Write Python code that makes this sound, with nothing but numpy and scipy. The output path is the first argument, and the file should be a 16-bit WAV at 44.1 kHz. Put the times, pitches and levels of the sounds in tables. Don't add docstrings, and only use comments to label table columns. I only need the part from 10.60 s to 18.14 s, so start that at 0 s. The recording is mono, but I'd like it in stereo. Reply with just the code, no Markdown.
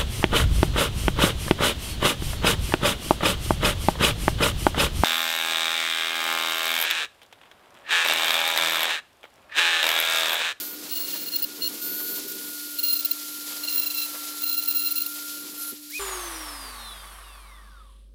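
import sys
import numpy as np
from scipy import signal
from scipy.fft import rfft, irfft, next_fast_len
from scipy.io import wavfile

SR = 44100
rng = np.random.default_rng(int(sys.argv[2]) if len(sys.argv) > 2 else 0)


def unload_audio(sound):
    columns = np.transpose(np.atleast_2d(sound))
    steps = np.round(np.clip(columns, -1, 1) * 32767)
    wavfile.write(sys.argv[1], SR, steps.astype(np.int16))


N = 332514
T = np.arange(N) / SR
BINS = np.fft.rfftfreq(next_fast_len(N), 1 / SR)

NORMAL_PACE_S, FAST_FORWARD = 5.394, 6
RIPPLE_HZ, HUM_HZ = 100, 49.5
CUTOFF_HZ = 15900
SURGE_S, SURGE_RISE_S, SURGE_HZ = 5.296, .074, 1120

# frequency in Hz, likeness of the ports (below 0 counts as 0); frequency in Hz, left over right in dB;
# frequency in Hz, lead of the left port in radians.
WORK_PORTS = ([(60, -0.08), (130, 0.25), (290, 0.64), (640, 0.34), (1410, 0.17), (3100, 0.19),
              (6820, -0.25), (15000, -0.18)], [(60, 0.0), (110, 2.5), (200, 7.0), (380, 1.5), (700, 5.5),
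              (1290, 7.0), (2380, 0.5), (4400, 4.0), (8120, 5.0), (15000, 7.5)], [(0, 0), (780, -0.1),
              (1290, 1.4), (2670, 0.1), (4050, 1.1), (5510, 1.7), (6290, 3.0), (7060, 2.3), (8350, 3.4),
              (9650, 2.8), (10600, 3.6), (10900, 3.3), (15200, 4.6), (16700, 4.1)])
COAST_PORTS = ([(60, 0.99), (130, 0.91), (290, 0.76), (640, 0.15), (1410, -0.33), (3100, -0.13),
               (6820, 0.08), (15000, 0.06)], [(60, 0.0), (110, 0.0), (200, 2.0), (380, 1.5), (700, 0.0),
               (1290, 4.0), (2380, 2.5), (4400, 2.5), (8120, 3.0), (15000, 5.5)], [(0, 0), (1030, 1.8),
               (2070, 2.6), (3010, 4.1), (3450, 5.7), (4570, 6.4), (5430, 6.8), (7060, 15.9), (7580, 21.4),
               (9220, 24.8), (9730, 24.4), (10700, 18.2), (11400, 19.0), (16700, 25.5)])
# time in seconds, relative level in dB.
HISS = [(0, -38.5), (.15, -44.5), (.5, -39.5), (.95, -44), (1.25, -40.5), (1.58, -40), (1.65, -42.5),
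        (1.97, -41.5), (3.35, -39.5), (3.55, -41), (4.78, -42), (4.87, -45), (5.1, -40.5), (5.16, -49.5),
        (5.29, -47.5)]


def grinding(shaft):
    # multiple of shaft speed, level in dB.
    growl_orders = [(2, -8.5), (3, -0.35), (4, -15.5), (5, -16)]
    squeal_orders = [(7, -18), (8, -13), (10, -16.5), (11, 3)]
    # frequency in Hz, width in Hz, level in dB.
    grit_modes = [(2730, 76, -16), (4200, 120, -11), (4840, 270, -18), (10360, 1500, -19),
                  (10450, 300, -13), (13920, 620, -9), (15100, 190, 5)]
    # start in seconds, end in seconds, gain of the second order in dB, of the fourth in dB.
    passes = [(.28, .705, 2.5, -2), (.705, 1.12, -1, 0), (2.16, 2.55, -2, -2), (3.0, 3.49, 1.5, 3),
              (3.79, 4.5, .5, -1)]
    # start in seconds, end in seconds, relative level in dB.
    bounces = [(.833, 0.844, -34.5), (2.45, 2.461, -39)]
    attack_s, release_s = .001, .0028

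    force_db = 1.4 * (drift(70) + np.array([drift(110), drift(110)]) / 2)
    squeal, growl = bites(attack_s, release_s) * from_db(force_db)
    hit = shaft + 0.065 * drift(58)
    second_db, fourth_db = sum(np.outer(gains_db, gate(T, start, end, attack_s, release_s))
                               for start, end, *gains_db in passes)
    spot_db = {2: second_db, 4: fourth_db}
    growl_tones = sum(from_db(db + spot_db.get(order, 0)) * wavering(order * hit, rough=0.26, rate=67)
                      for order, db in growl_orders)
    squeal_tones = sum(from_db(db) * wavering(order * hit, rough=0.2, rate=100)
                       for order, db in squeal_orders)
    bounce = sum(from_db(db) * gate(T, start, end, attack_s, release_s) for start, end, db in bounces)
    bounce_tone = bounce * wavering(3.5 * hit, rough=0.45, rate=85)
    tones = growl * growl_tones + squeal * squeal_tones + bounce_tone
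    grit = rms_one(to_wave(noise(WORK_PORTS, resonances(grit_modes))))
    grit = grit * (1 + 0.11 * np.cos(hit))
    return from_db(0.5) * to_wave(at_ports(WORK_PORTS, to_bins(tones))) + from_db(1.5) * squeal * grit


def bites(attack_s, release_s):
    # start in seconds, end in seconds,
    # relative level of the squeal in dB, of the casting's growl in dB.
    touches = [(0.309, 0.349, -34.0, -35.0), (0.351, 0.392, -32.5, -36.0), (0.393, 0.431, -32.5, -38.0),
               (0.432, 0.465, -39.0, -40.5), (0.481, 0.492, -36.5, -36.0), (0.489, 0.521, -41.0, -47.0),
               (0.524, 0.551, -35.0, -42.0), (0.555, 0.584, -39.5, -42.0), (0.581, 0.608, -41.0, -41.5),
               (0.606, 0.618, -37.0, -50.0), (0.617, 0.646, -39.5, -46.5), (0.66, 0.687, -35.5, -40.5),
               (0.682, 0.694, -33.5, -36.5), (0.718, 0.772, -35.0, -32.5), (0.757, 0.768, -25, -35),
               (0.783, 0.807, -37.0, -42.0), (0.821, 0.84, -25.5, -33.0), (0.839, 0.849, -27.0, -30.0),
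               (1.009, 1.02, -42, -39), (1.02, 1.081, -34.5, -30.0), (1.073, 1.081, -25.5, -31),
               (2.186, 2.203, -24.0, -30.0), (2.229, 2.257, -26.5, -31.0), (2.259, 2.278, -29.0, -33.5),
               (2.271, 2.325, -28.5, -31.0), (2.326, 2.345, -22.5, -30.0), (2.352, 2.377, -29.5, -33.5),
               (2.39, 2.403, -30.5, -32.5), (2.403, 2.414, -30.5, -36.0), (2.448, 2.462, -22.5, -29.0),
               (2.509, 2.521, -25.0, -30.5), (3.033, 3.046, -32.0, -30.5), (3.047, 3.056, -35.5, -34.5),
               (3.074, 3.091, -34.0, -30.0), (3.086, 3.119, -35.5, -36.0), (3.12, 3.16, -31.0, -36.0),
               (3.155, 3.169, -26.5, -38.0), (3.169, 3.208, -26.5, -32.5), (3.211, 3.246, -32.0, -33.0),
               (3.259, 3.284, -30.5, -33.5), (3.301, 3.313, -31.5, -30.0), (3.313, 3.321, -28.5, -36.5),
               (3.341, 3.366, -33.0, -33.5), (3.364, 3.41, -33.0, -33.0), (3.411, 3.446, -35.5, -36.0),
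               (3.441, 3.464, -35.0, -36.0), (3.819, 3.825, -29.5, -38.5), (3.83, 3.848, -26.5, -33.0),
               (3.853, 3.897, -31.5, -37.0), (3.894, 3.903, -29.0, -32.5), (3.904, 3.963, -32.0, -36.0),
               (3.967, 4.007, -29.0, -32.5), (4.022, 4.033, -33.5, -38.5), (4.033, 4.042, -32.0, -40.5),
               (4.057, 4.065, -32.0, -39.5), (4.073, 4.105, -29.5, -35.5), (4.1, 4.12, -27.0, -33.0),
               (4.123, 4.13, -31.5, -38.0), (4.127, 4.133, -46.5, -42.5), (4.137, 4.145, -33.5, -43.5),
               (4.147, 4.159, -27.0, -32.0), (4.154, 4.19, -27.5, -33.5), (4.191, 4.217, -29.0, -35.5),
               (4.217, 4.23, -29.5, -33.0), (4.234, 4.244, -30.5, -37.5), (4.245, 4.258, -26.5, -32.5),
               (4.252, 4.283, -27.0, -32.5), (4.283, 4.293, -32.5, -30.5), (4.307, 4.329, -27.5, -35.0),
               (4.355, 4.395, -27.0, -34.0), (4.402, 4.411, -27.0, -34.0), (4.416, 4.427, -28.5, -35.0),
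               (4.433, 4.439, -37.0, -38.0), (4.462, 4.47, -26.0, -33.0)]
    # squeal in dB, growl in dB.
    skim_db = [-22, -15]
    arch_db, skim_s = 4, .012

    out = np.zeros((2, N))
    for start, end, *levels_db in touches:
        near = slice(int((start - .04) * SR), int((end + .04) * SR))
        off_middle = np.minimum(((2 * T[near] - start - end) / (end - start)) ** 2, 2)
        contact = gate(T[near], start, end, attack_s, release_s) * from_db(-arch_db * off_middle)
        skim = from_db(skim_db)[:, None] * gate(T[near], start, end, skim_s, skim_s)
        touch = from_db(levels_db)[:, None] * (contact + skim)
        out[:, near] = np.maximum(out[:, near], touch)
    return out


def motor(speed, shaft):
    # time in seconds, relative level in dB.
    tone_level = [(0, -57), (1.15, -54.5), (1.62, -53), (1.87, -47.5), (2.46, -50), (2.98, -47.5),
                  (3.2, -51), (3.68, -46), (4.45, -47), (4.8, -48), (4.88, -54), (5.12, -51.5), (5.16, -68),
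                  (5.29, -60.5)]
    # time in seconds, centre in Hz.
    whine_centre = [(0, 13300), (1.6, 13500), (2.2, 12400), (3.7, 12600), (4.6, 12200), (5.05, 11500),
                    (5.29, 12000), (5.33, 14000)]
    # multiple of the ripple added, level in dB.
    whine_sidebands = [(-2, -17), (-1, -13), (0, -8), (1, -7), (2, -7), (3, -9), (4, -6), (5, -8), (6, -12),
                       (7, -15)]
    # start in seconds, end in seconds, level in dB.
    buzzes = [(2.107, 2.55, -64), (4.52, 4.8, -68)]

    facing_db, third_db, _ = swings()
    centre_hz = in_time(whine_centre)
    tone_db = in_time(tone_level) + 0.91 * facing_db
    ripple_hz = RIPPLE_HZ * FAST_FORWARD
    ripple = 2 * np.pi * ripple_hz * T

    whine = 0
    for k, db in whine_sidebands:
        phase = 8 * shaft + k * ripple + np.pi * k * k / 4
        gain = from_db(db) * whine_gain(8 * speed + k * ripple_hz, centre_hz)
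        whine = whine + gain * wavering(phase, rough=.25, rate=25)
    surge_whine_db = 13 * np.minimum(1, 4 * surge())
    whine = from_db(in_time(HISS) - .5 + facing_db + surge_whine_db) * whine

    surge_tone = (T > SURGE_S) * from_db(-32.5 - 39 * (1 - surge()))
    unbalance = (from_db(tone_db + 1.0) + surge_tone) * wavering(shaft, rough=0.16, rate=87)
    third_order = from_db(tone_db - 7 + third_db) * wavering(3 * shaft, rough=.12, rate=20)
    buzz = from_db(-77.5) + sum(from_db(db) * gate(T, start, end, .0019, .0019)
                                for start, end, db in buzzes)
    tones = unbalance + third_order + buzz * wavering(ripple, rough=0.28, rate=9.7)
    return to_wave(at_ports(WORK_PORTS, to_bins(tones + whine)))


def whine_gain(hz, centre_hz):
    width_hz = 5200
    return 1 / (1 + (2 * (hz - centre_hz) / width_hz) ** 2)


def swings():
    # start in seconds, end in seconds, gain in dB of the whine (shaft tone and sizzle take a
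    # little less), further gain of the third order in dB, gain of the top of the sizzle in dB.
    swing_rows = [(-.1, 0.153, 6.5, 4, 10), (1.215, 1.593, 9, 6.5, 12.5), (1.678, 1.728, 3, -5, 12),
                  (4.47, 4.843, 2, -3, 2), (4.978, 5.114, 8.5, -0.5, 0)]
    return sum(np.outer(gains_db, gate(T, start, end, .0019, .0019)) for start, end, *gains_db in swing_rows)


def cooling_air():
    # frequency in Hz, density in dB per Hz.
    air_colour = [(500, -17), (750, -23), (1100, -22), (1600, -18.5), (2200, -13), (3000, -8), (4300, -2.5),
                  (6200, -6), (7200, -5.5), (9000, -9.5), (10800, -2.5), (13500, -4), (15000, -4),
                  (16000, -12)]
    rumble_colour = [(30, -58), (100, -29.5), (170, -9.5), (260, -2.5), (380, -1), (520, -8.5), (800, -40),
                     (1500, -78)]
    # time in seconds, relative level in dB.
    rumble_level = [(0, -50.5), (1.15, -51), (1.3, -46), (1.9, -48.5), (1.97, -58), (2.5, -62.5),
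                    (2.95, -55.5), (3.4, -63), (3.57, -58), (4.0, -62), (4.72, -61), (4.82, -52.5),
                    (4.96, -56), (5.08, -63), (5.13, -60), (5.18, -73), (5.29, -76)]
    rush_level = [(0, -54), (1.0, -57.5), (1.25, -57.5), (1.9, -59.5), (2.0, -63.5), (2.5, -63.5),
                  (2.95, -59.5), (3.4, -60.5), (3.57, -58.5), (4.0, -61.5), (4.76, -62.5), (4.85, -61),
                  (5.1, -61), (5.18, -71), (5.29, -75)]
    # time in seconds, level above the hiss table in dB.
    sizzle_level = [(0, -13), (.6, -18), (.9, -14), (1.15, -7), (1.3, -15), (1.6, -13), (1.8, -4.5),
                    (2.15, -5), (2.6, -9.5), (3.5, -6.5), (4.5, -6), (5.29, -9.5)]
    # time in seconds, length in seconds, level in dB.
    scuff_rows = [(0.554, 0.014, -49.5), (1.408, 0.0081, -53), (3.137, 0.27, -62.5), (3.555, 0.015, -50),
                  (3.66, 0.072, -64), (4.58, 0.016, -58)]

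    surge_db = 7.5 * surge()
    rumble_db = in_time(rumble_level) + surge_db
    hiss_db = in_time(HISS) + surge_db
    rush_db = in_time(rush_level) + surge_db
    sizzle_db = hiss_db + in_time(sizzle_level)
    facing_db, _, top_db = swings()

    air = noise(WORK_PORTS, from_db(at_hz(air_colour, BINS)))
    draught = noise(WORK_PORTS, from_db(at_hz(rumble_colour, BINS)))
    rumble = band(draught, 20, 1500, gauge=(330, 560))
    rush = band(air, 550, 1400, gauge=(600, 1200))
    hiss = band(air, 1700, 9800, gauge=(5000, 9000))
    sizzle = band(air, 10200, 20000, gauge=(11400, 13300))
    murmur = band(noise(WORK_PORTS, 1), 35, 220, gauge=(40, 200))

    top = to_wave(to_bins(sizzle) / (1 + (12600 / (BINS + 100)) ** 30))
    sizzle = from_db(0.93 * facing_db) * (sizzle - top) + from_db(top_db) * top

    bump = puff(5.13, length_s=.01, db=-47)
    scuffs = sum(puff(*row) for row in scuff_rows)
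    low = (from_db(rumble_db - 1.57 + 2.0 * drift(13.0)) + bump) * rumble + from_db(-74.5) * murmur
    middle = (from_db(rush_db + 2.06 * drift(28)) + scuffs) * rush
    high = from_db(hiss_db - 2.5 + 1.55 * drift(25)) * hiss
    sparking_db = 1.5 * drift(40)
    return low + middle + high + from_db(sizzle_db + sparking_db) * sizzle


def surge():
    return np.sin(np.pi / 2 * np.clip((T - SURGE_S) / SURGE_RISE_S, 0, 2))


def coasting_speed():
    friction_hz_per_s, standstill_s = 150.26, 7.6824
    drag_hz = 517
    left_s = standstill_s - np.maximum(T, NORMAL_PACE_S)
    return drag_hz * np.tan(friction_hz_per_s / drag_hz * left_s)


def fading(speed, level_db, exponent):
    stall_hz = 57
    return from_db(level_db) * (speed / speed[0]) ** exponent / np.hypot(1, (stall_hz / speed) ** 4)


def coasting_tones(speed, shaft):
    # multiple of the shaft speed, level in dB.
    fan_orders = [(24, 2), (32, 2), (40, -3), (48, 1), (56, -1), (64, -2), (72, 0), (80, -4), (88, -3),
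                  (96, -5)]
    # frequency in Hz, width in Hz, level in dB.
    housing_modes = [(3550, 600, 0), (4700, 600, -6), (5750, 600, -8), (8600, 500, -6), (10550, 600, .5),
                     (11300, 400, -4), (13000, 3000, -12)]
    frame_modes = [(1200, 380, 2), (1950, 700, -3), (2600, 350, -13), (3900, 400, -3), (5200, 1500, -7),
                   (7000, 3200, 3)]
    fan_rings = [(3550, 600, 2.5), (5050, 400, -6)]

    fan = 0
    for order, db in fan_orders:
        audible = order * speed < CUTOFF_HZ
        fan = fan + audible * from_db(db + drift(8)) * wavering(order * shaft, rough=.3, rate=30)
    fan = fan * (1 + .6 * np.cos(shaft))
    track = np.interp(shaft / (2 * np.pi) * 192 % 192, np.arange(192), rng.standard_normal(192))
    bars = fading(speed, level_db=-42, exponent=.85) * wavering(18 * shaft, rough=.4, rate=25)
    blades = fading(speed, level_db=-42, exponent=1.3) * wavering(16 * shaft, rough=.3, rate=20)
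    unbalance = fading(speed, level_db=-38, exponent=4.7) * wavering(shaft, rough=.2, rate=18)
    whir = fading(speed, level_db=-47, exponent=1.45) * (fan + from_db(8) * track)
    whir = to_bins(whir) * resonances(housing_modes)
    whine = to_bins(bars) * resonances(frame_modes) + to_bins(blades) * resonances(fan_rings)
    whine = whine / (1 + (900 / (BINS + 1)) ** 8)
    return to_wave(at_ports(COAST_PORTS, to_bins(unbalance) + whine + whir))


def coasting_air(speed, shaft):
    # frequency in Hz, density in dB per Hz.
    coast_colour = [(88, -72), (150, -42), (193, -34), (321, -13.5), (368, -12), (431, -11.5), (1140, -0.5),
                    (2360, -7.5), (3620, -1), (5360, -4.5), (6020, -8.5), (7100, -11.5), (7700, -10.5),
                    (8560, -4.5), (10600, -6), (16000, -16)]
    # frequency in Hz, width in Hz, level in dB.
    slide_modes = [(3400, 1500, 0), (9500, 3000, -5)]

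    air = noise(COAST_PORTS, from_db(at_hz(coast_colour, BINS)))
    low = band(air, 150, 2300, gauge=(600, 2400))
    middle = band(air, 2400, 7700, gauge=(2400, 8000))
    high = band(air, 7700, 20000, gauge=(8000, 15000))
    rush = fading(speed, level_db=-37.5, exponent=1.79) * from_db(0.93 * drift(32)) * low
    rush = rush + fading(speed, level_db=-44.5, exponent=2.43) * middle
    rush = rush + fading(speed, level_db=-39, exponent=2.29) * high
    rush = rush * (1 + .086 * np.cos(shaft))
    vent = rms_one(to_wave(noise(COAST_PORTS, resonances([(1144, 130, 0)]))))
    vent = fading(speed, level_db=-43, exponent=0.99) * vent
    slide = rms_one(to_wave(noise(COAST_PORTS, resonances(slide_modes))))
    slide = puff(7.3, length_s=.15, db=-62) * from_db(1.3 * drift(17)) * slide
    return rush + vent + slide + from_db(-71.5) * rms_one(to_wave(air))


def room():
    # frequency in Hz, density in dB per Hz.
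    room_colour = [(41, -36), (70, -8), (113, -18.5), (151, -24.5), (176, -32), (208, -13), (233, -20),
                   (536, -25), (1000, -53), (1300, -86), (2200, -120)]
    air = band(noise(COAST_PORTS, from_db(at_hz(room_colour, BINS))), 20, 900, gauge=(90, 700))
    phase = 2 * np.pi * HUM_HZ * T
    hum = from_db(-47.5) * wavering(phase, rough=0.022, rate=3.3)
    hum = hum + from_db(-75.5) * wavering(4 * phase, rough=0.56, rate=2.4)
    hum = hum + from_db(-75) * wavering(11 * phase, rough=.3, rate=4)
    return hum + from_db(-67.5) * air


def fast_hum():
    hum = wavering(2 * np.pi * HUM_HZ * FAST_FORWARD * T, rough=0.1, rate=30)
    left_right_db = [[-48], [-50]]
    return from_db(left_right_db) * hum


def from_db(db):
    return 10 ** (np.asarray(db) / 20)


def rms_one(x):
    return x / np.sqrt(np.mean(x ** 2) + 1e-20)


def in_time(rows):
    return np.interp(T, *np.transpose(rows))


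def at_hz(points, hz):
    f, value = np.transpose(points)
    return np.interp(np.log(hz + 1), np.log(np.abs(f) + 1), value)


def to_bins(x):
    return rfft(x, next_fast_len(N))


def to_wave(spectrum):
    return irfft(spectrum, next_fast_len(N))[..., :N]


def drift(rate):
    r = np.exp(-16 * np.pi * rate / SR)
    slow = signal.lfilter([1], [1, -2 * r, r * r], rng.standard_normal(N // 8 + 4002))[4000:]
    return np.interp(np.arange(N) / 8, np.arange(len(slow)), rms_one(slow))


def angle(hz):
    return 2 * np.pi * np.cumsum(hz) / SR


def wavering(phase, rough, rate):
    in_phase = (1 + rough * drift(rate)) * np.sin(phase)
    across = rough * drift(rate) * np.cos(phase)
    return np.sqrt(2 / (1 + 2 * rough ** 2)) * (in_phase + across)


def gate(t, start, end, attack_s, release_s):
    return (1 + np.tanh((t - start) / attack_s)) / 2 * (1 + np.tanh((end - t) / release_s)) / 2


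def puff(s, length_s, db):
    return from_db(db) * np.exp(-((T - s) / length_s) ** 2)


def resonances(modes):
    return sum(from_db(db) / (1 + (2 * (BINS - hz) / width) ** 2) for hz, width, db in modes)


def at_ports(ports, direct, diffuse=None):
    likeness, balance, lead = ports
    alike = 1. if diffuse is None else np.clip(at_hz(likeness, BINS), 0, 1) ** .5
    tilt = from_db(at_hz(balance, BINS) / 2)
    phase = np.interp(BINS, *np.transpose(lead))
    common = np.sqrt(1 + alike) * direct
    apart = 0 if diffuse is None else np.sqrt(1 - alike) * diffuse
    middle = np.sqrt((tilt ** 2 + tilt ** -2 + 2 * alike * np.cos(phase)) / 2 + 0.22)
    left = (common + apart) * tilt
    right = (common - apart) / tilt * np.exp(-1j * phase)
    return np.array([left, right]) / middle


def noise(ports, colour):
    return at_ports(ports, *to_bins(rng.standard_normal((2, N)))) * colour


def band(spectra, low_hz, high_hz, gauge):
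    edges = 1 / np.sqrt((1 + (low_hz / (BINS + 1)) ** 8) * (1 + (BINS / high_hz) ** 8))
    inside = (spectra.mean(axis=0) * edges)[(BINS > gauge[0]) & (BINS < gauge[1])]
    return to_wave(spectra * edges) * N / np.sqrt(2 * np.sum(np.abs(inside) ** 2))


def scene():
    # time in seconds, turns per second.
    work_speed = [(0.0, 1434.8), (0.3, 1434.6), (0.53, 1414.7), (0.8, 1413.7), (0.95, 1428.9),
                  (1.1, 1429.6), (1.35, 1453.9), (1.65, 1445.2), (2.14, 1418.7), (2.44, 1376.0),
                  (2.75, 1395.1), (3.04, 1400.0), (3.22, 1371.7), (3.45, 1357.7), (3.68, 1376.0),
                  (4.32, 1373.3), (4.57, 1399.0), (4.8, 1398.0), (5.0, 1389.8), (5.12, 1390.0),
                  (5.29, 1394.0)]
    speed = in_time(work_speed) + SURGE_HZ * surge()
    shaft = angle(speed * (1 + 0.000616 * drift(19.5)))
    work = grinding(shaft) + motor(speed, shaft) + cooling_air() + fast_hum()

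    slowing = coasting_speed()
    rotor = angle(slowing * (1 + .002 * drift(25)))
    coast = coasting_tones(slowing, rotor) + coasting_air(slowing, rotor) + room()
    normal = np.clip((T - NORMAL_PACE_S) / .004 + .5, 0, 1)
    return (1 - normal) * work + normal * coast


def record(dry):
    return signal.sosfilt(signal.ellip(12, .1, 80, CUTOFF_HZ, fs=SR, output="sos"), dry)


dry = scene()
out = record(dry)
unload_audio(out)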